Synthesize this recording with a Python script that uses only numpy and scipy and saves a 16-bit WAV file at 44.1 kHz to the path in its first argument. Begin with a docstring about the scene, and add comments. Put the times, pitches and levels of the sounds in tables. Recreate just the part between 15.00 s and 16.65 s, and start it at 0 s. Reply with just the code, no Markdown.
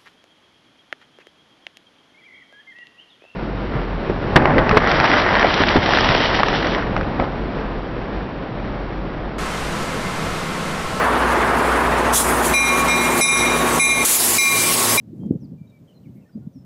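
"""A songbird whistles a string of thin notes across an open grass field, which returns a faint echo.
Each note is a gliding pure tone; fast modulation of its pitch and level makes some notes buzz.
Wind turbulence rumbles and buffets at the microphone over the soft broadband hiss of the field.
The hand holding the microphone bumps it once, a short pulse of pressure. Small handling ticks
and brief dry rustles sound close by."""
import sys
import numpy as np
from scipy import signal
from scipy.fft import rfft, irfft
from scipy.io import wavfile
from scipy.ndimage import uniform_filter1d

SR = 44100
rng = np.random.default_rng(int(sys.argv[2]) if len(sys.argv) > 2 else 0)


def transcribe(u):
    """Save the signal u as a 16-bit wav file named by the first command-line argument.

    u: samples, shape (n,) or (channels, n), limited to [-1, 1]; the rate is SR.
    q: integer samples, one column per channel.
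    """
    v = np.clip(np.atleast_2d(u).T, -1, 1)
    q = np.round(v * 32767).astype(np.int16)
    wavfile.write(sys.argv[1], SR, q)


N = 72765


def amp(db):
    """Amplitude ratio of a level in decibels."""
    return 10 ** (np.asarray(db) / 20)


def unit(x):
    """Normalisation to an rms of 1."""
    return x / np.sqrt(np.mean(x ** 2) + 1e-20)


def curve(points):
    """Linear interpolation of (time_s, value) points at every sample."""
    return np.interp(np.arange(N) / SR, *np.transpose(points))


def noise(gain_at):
    """Spectral shaping: white noise weighted by gain_at(hz), at an rms of 1."""
    white = rfft(rng.standard_normal(N))
    return unit(irfft(white * gain_at(np.fft.rfftfreq(N, 1 / SR)), N))


def coloured_noise(spectrum):
    """Noise whose spectral envelope joins (frequency_hz, relative_db) points on a log-frequency axis."""
    hz, db = np.transpose(spectrum)
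    return noise(lambda f: amp(np.interp(np.log(f + 1), np.log(hz + 1), db)))


def drift(rate_hz):
    """Low-pass noise: random fluctuation up to about the given rate."""
    return noise(lambda f: np.exp(-(f / rate_hz) ** 2))


def eddies(spectrum):
    """Steady turbulence: coloured noise divided by its running rms."""
    pressure = coloured_noise(spectrum)
    power = uniform_filter1d(uniform_filter1d(pressure ** 2, size=900), size=900)
    return pressure / np.sqrt(power + 1e-6)


def wind():
    """Turbulent pressure at the microphone: small eddies grow faster than large, so gusts brighten."""
    # Strength of the wind at the microphone: time_s, level_db
    gusts = [(0, -47.5), (.09, -38.5), (.135, -37.5), (.18, -36), (.225, -30.5), (.262, -30), (.29, -32.5),
             (.325, -30), (.362, -31), (.388, -41.5), (.44, -34.5), (.485, -40), (.534, -33.5), (.585, -46),
             (.63, -44), (.78, -52.5), (.826, -43), (.89, -60), (.96, -46), (1.03, -45.5), (1.075, -40.5),
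             (1.19, -43), (1.235, -47.5), (1.275, -59.5), (1.335, -51), (1.365, -34), (1.416, -40),
             (1.478, -38.5), (1.505, -51.5), (1.535, -58), (1.558, -42), (1.64, -45)]
    # Spectrum of the large eddies: frequency_hz, relative_db
    large_spectrum = [(20, -53), (45, -23.5), (70, -13), (100, -8), (135, -0.5), (195, -2.5), (270, -9.5),
                      (380, -24.5), (520, -40.5), (750, -39.5), (1200, -56.5), (3000, -84.5)]
    # Spectrum of the small eddies: frequency_hz, relative_db
    small_spectrum = [(60, -39), (170, -4), (270, 2.5), (380, -9), (520, -15.5), (750, -35.5),
                      (1200, -64.5), (3000, -74)]
    brisk_db, small_offset_db, small_growth = -34, -6.5, 2.34
    gust_db = curve(gusts)
    small_db = brisk_db + small_offset_db + small_growth * (gust_db - brisk_db)
    large = eddies(large_spectrum) * amp(gust_db)
    small = eddies(small_spectrum) * amp(small_db)
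    lumps = unit(amp(1.4 * drift(rate_hz=50)))
    return (large + small) * lumps


def field_hiss():
    """Broadband ambient noise of the open field, weakly modulated in time and frequency."""
    # Spectrum of the hiss: frequency_hz, relative_db
    spectrum = [(20, -16), (100, 6.5), (250, 1.5), (420, 1.5), (600, 1), (780, -10), (1000, -12.5),
                (1500, -19), (2500, -22.5), (5000, -25.5), (7500, -27.5), (10500, -32), (13000, -28),
                (15000, -25.5)]
    # Slow swell of the hiss: time_s, relative_db
    swell = [(0, -2), (.25, 0.3), (.55, -2.1), (.9, 0.5), (1.2, -0.5), (1.64, -1.6)]
    level_db, patch_db = -58.5, 0.7
    _, _, spectrogram = signal.stft(coloured_noise(spectrum), SR, nperseg=512)
    patches = uniform_filter1d(rng.standard_normal(spectrogram.shape), size=8, axis=0)
    patches = unit(uniform_filter1d(patches, size=12, axis=1))
    _, hiss = signal.istft(spectrogram * amp(patch_db * patches), SR, nperseg=512)
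    return hiss[:N] * amp(level_db + curve(swell))


def pressure_pulse(centre_s, level_db, frequency_hz, width_s):
    """A transient without resonance: a brief swing of pressure under a Gaussian envelope."""
    t = np.arange(N) / SR - centre_s
    envelope = amp(level_db) * np.exp(-0.5 * (t / width_s) ** 2)
    return envelope * np.sin(2 * np.pi * frequency_hz * t)


def buffets_and_bump():
    """Low-frequency pressure transients: the strongest is the hand's bump, the rest are wind buffets."""
    # Pushes on the microphone: centre_s, level_db, frequency_hz, width_s
    pushes = [(.135, -29.5, 312.5, 0.0037), (.265, -20.5, 208, 0.0045), (0.3105, -4.5, 249.6, 0.0016),
              (0.357, -17.5, 189, 0.0031), (0.616, -26, 164, 0.0029), (1.359, -24.5, 218, 0.0042),
              (1.377, -29.5, 260, 0.002), (1.474, -23.5, 205, 0.0035), (1.575, -36.5, 260.2, 0.012)]
    return sum(pressure_pulse(*row) for row in pushes)


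def rustle(centre_s, level_db, width_s, centre_hz, spread_octaves):
    """A burst of treble noise, made grainy by random amplitude modulation."""
    t = np.arange(N) / SR - centre_s
    envelope = amp(level_db) * np.exp(-0.5 * (t / width_s) ** 2)
    band = noise(lambda f: np.exp(-0.5 * (np.log2((f + 1) / centre_hz) / spread_octaves) ** 2))
    grain = amp(3 * drift(rate_hz=500))
    return envelope * unit(band * grain)


def dry_rustles():
    """Short bursts of band-limited noise, heard as dry rustles close by."""
    # Noise bursts: centre_s, level_db, width_s, centre_hz, spread_octaves
    bursts = [ (.19, -77, 0.04, 8000, 0.94), (.264, -72, .003, 6300, .5), (.442, -77, .003, 12000, .25),
              (.701, -73, .004, 5800, .45), (.9, -80, 0.014, 6500, 0.87), (1.162, -73.5, .016, 13500, 0.46)]
    return sum(rustle(*row) for row in bursts)


def whistle(length_s, from_hz, to_hz, bend, level_db, swell_db, buzz_depth, buzz_hz):
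    """A gliding pure tone; frequency and amplitude modulation add sidebands, heard as a buzz."""
    rise_s, fall_s, arch_db = 0.0076, 0.0061, 2.5
    swing_hz, scatter_hz = 130, 100
    pitch_waver, level_waver_db = 0.002, 0.03
    t = np.arange(0, length_s, 1 / SR)
    progress, n = t / length_s, len(t)
    # A bend of 0 glides straight; a positive bend moves early, a negative one late.
    glide = np.expm1(-(bend + 1e-9) * progress) / np.expm1(-bend - 1e-9)
    buzz_phase = 2 * np.pi * np.cumsum(buzz_hz * (1 + 0.04 * drift(60)[:n])) / SR
    pitch_hz = (from_hz + (to_hz - from_hz) * glide) * (1 + pitch_waver * drift(120)[:n])
    pitch_hz += buzz_depth * (swing_hz * np.cos(buzz_phase) + scatter_hz * drift(300)[:n])
    gate = np.sin(np.pi / 2 * np.clip(np.minimum(t / rise_s, (length_s - t) / fall_s), 0, 1))
    contour_db = swell_db * (progress - 0.5) + arch_db * (np.sin(np.pi * progress) - 2 / np.pi)
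    envelope = gate * amp(level_db + contour_db + level_waver_db * drift(70)[:n])
    tremolo = 1 + buzz_depth * np.sin(buzz_phase)
    return np.sqrt(2) * envelope * tremolo * np.sin(2 * np.pi * np.cumsum(pitch_hz) / SR)


def songbird():
    """Tonal song: the superposition of short whistles, each at its own onset."""
    # Whistled notes: start_s, length_s, from_hz, to_hz, bend, relative_db, swell_db, buzz_depth, buzz_hz
    notes = [ (.197, 0.097, 3176, 3205, .1, -68, -0.5, .03, 140.2),
             (.398, .043, 6520, 5050, 1.3, -67.5, 7.5, 0.33, 161),
             (0.436, 0.028, 5070, 4080, -1.6, -64.5, -4.5, 0.66, 151),
             (.578, 0.041, 2393, 2315, -0.2, -69, -9, 0.054, 141),
             (.614, .051, 2340, 2340, -4, -65.5, 0, 0.023, 140),
             (.669, .018, 3750, 3910, .5, -66, -5, .05, 140),
             (.692, 0.023, 3830, 3680, -1.7, -65.5, 3, 0.066, 140),
             (.716, 0.068, 2352, 2284, 0, -63, 4.5, .03, 140),
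             (.875, 0.043, 3240, 3024, 4, -62.5, -3, 0.46, 131),
             (0.92, 0.019, 2910, 3050, -9, -67, -6, 0.49, 135),
             (0.936, 0.051, 4260, 4020, -.5, -66.5, 15, 0.054, 136),
             (1.030, 0.028, 3350, 2510, 0.8, -71, -4, .5, 133),
             (1.051, 0.03, 2540, 2180, 3.5, -63.5, -7, 0.37, 136),
             (1.080, 0.017, 2980, 2980, .2, -73, -7, 0.19, 140),
             (1.156, 0.06, 2220, 2146, 1.3, -69, -1, 0.6, 197),
             (1.211, 0.045, 2670, 2460, -1, -71, -7, 0.51, 89),
             (1.251, 0.038, 1760, 1830, 1.2, -65.5, -1, 0.083, 138),
             (1.274, 0.046, 5380, 5290, 1, -77.5, 0, .05, 140),
             (1.290, 0.017, 1540, 1410, 0.5, -63.5, -10, .15, 140),
             (1.319, 0.04, 4780, 4865, 0.5, -69.5, 2, 0.025, 140),
             (1.414, 0.043, 1380, 1450, 1, -72, -2, 0.13, 140),
             (1.527, .074, 6340, 5280, 3.5, -68, 7, .05, 140),
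             (1.598, .034, 5250, 5190, -1, -71.5, 6, .08, 139)]
    gain_db = -4
    song = np.zeros(N)
    for start_s, *shape in notes:
        note = whistle(*shape)
        span = song[round(start_s * SR):][:len(note)]
        span += note[:len(span)]
    return amp(gain_db) * song


def field_echo(song):
    """Scattering from the field: many weak reflections build up, then decay exponentially."""
    echo_db, build_s, t60_s, reflections_per_s = -11, 0.017, 0.3, 2000
    t = np.arange(SR // 2) / SR
    reflections = rng.standard_normal(len(t)) * (rng.random(len(t)) < reflections_per_s / SR)
    response = reflections * np.minimum(t / build_s, 1) * amp(-60 * t / t60_s)
    return amp(echo_db) * signal.fftconvolve(song, response / np.linalg.norm(response))[:N]


def handling_ticks():
    """Handling noise: pulses so short that their spectrum is broad and they are heard as ticks."""
    # Ticks at the microphone: centre_s, level_db, frequency_hz, width_s
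    ticks = [(.2351, -35.5, 643, 0.00047), (.2475, -47.5, 700, .001), (.3105, -30.5, 535, 0.00084),
             (.3372, -50.5, 700, 0.00092), (1.379, -44.5, 560, 0.0022)]
    return sum(pressure_pulse(*row) for row in ticks)


def scene():
    """Superposition of bird, echo, wind, hiss, rustles and handling at one microphone."""
    song = songbird()
    mix = song + field_echo(song) + wind() + field_hiss()
    mix += buffets_and_bump() + dry_rustles() + handling_ticks()
    return mix[None]


def record(dry):
    """Band limiting: the microphone cuts the bass and the recorder cuts the highest treble."""
    low_cut_hz, high_cut_hz = 70.5, 15300
    highpass = signal.butter(2, low_cut_hz, "highpass", fs=SR, output="sos")
    lowpass = signal.firwin(511, high_cut_hz, window=("kaiser", 9), fs=SR)
    return signal.oaconvolve(signal.sosfilt(highpass, dry), lowpass[None], "same")


dry = scene()
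out = record(dry)
transcribe(out)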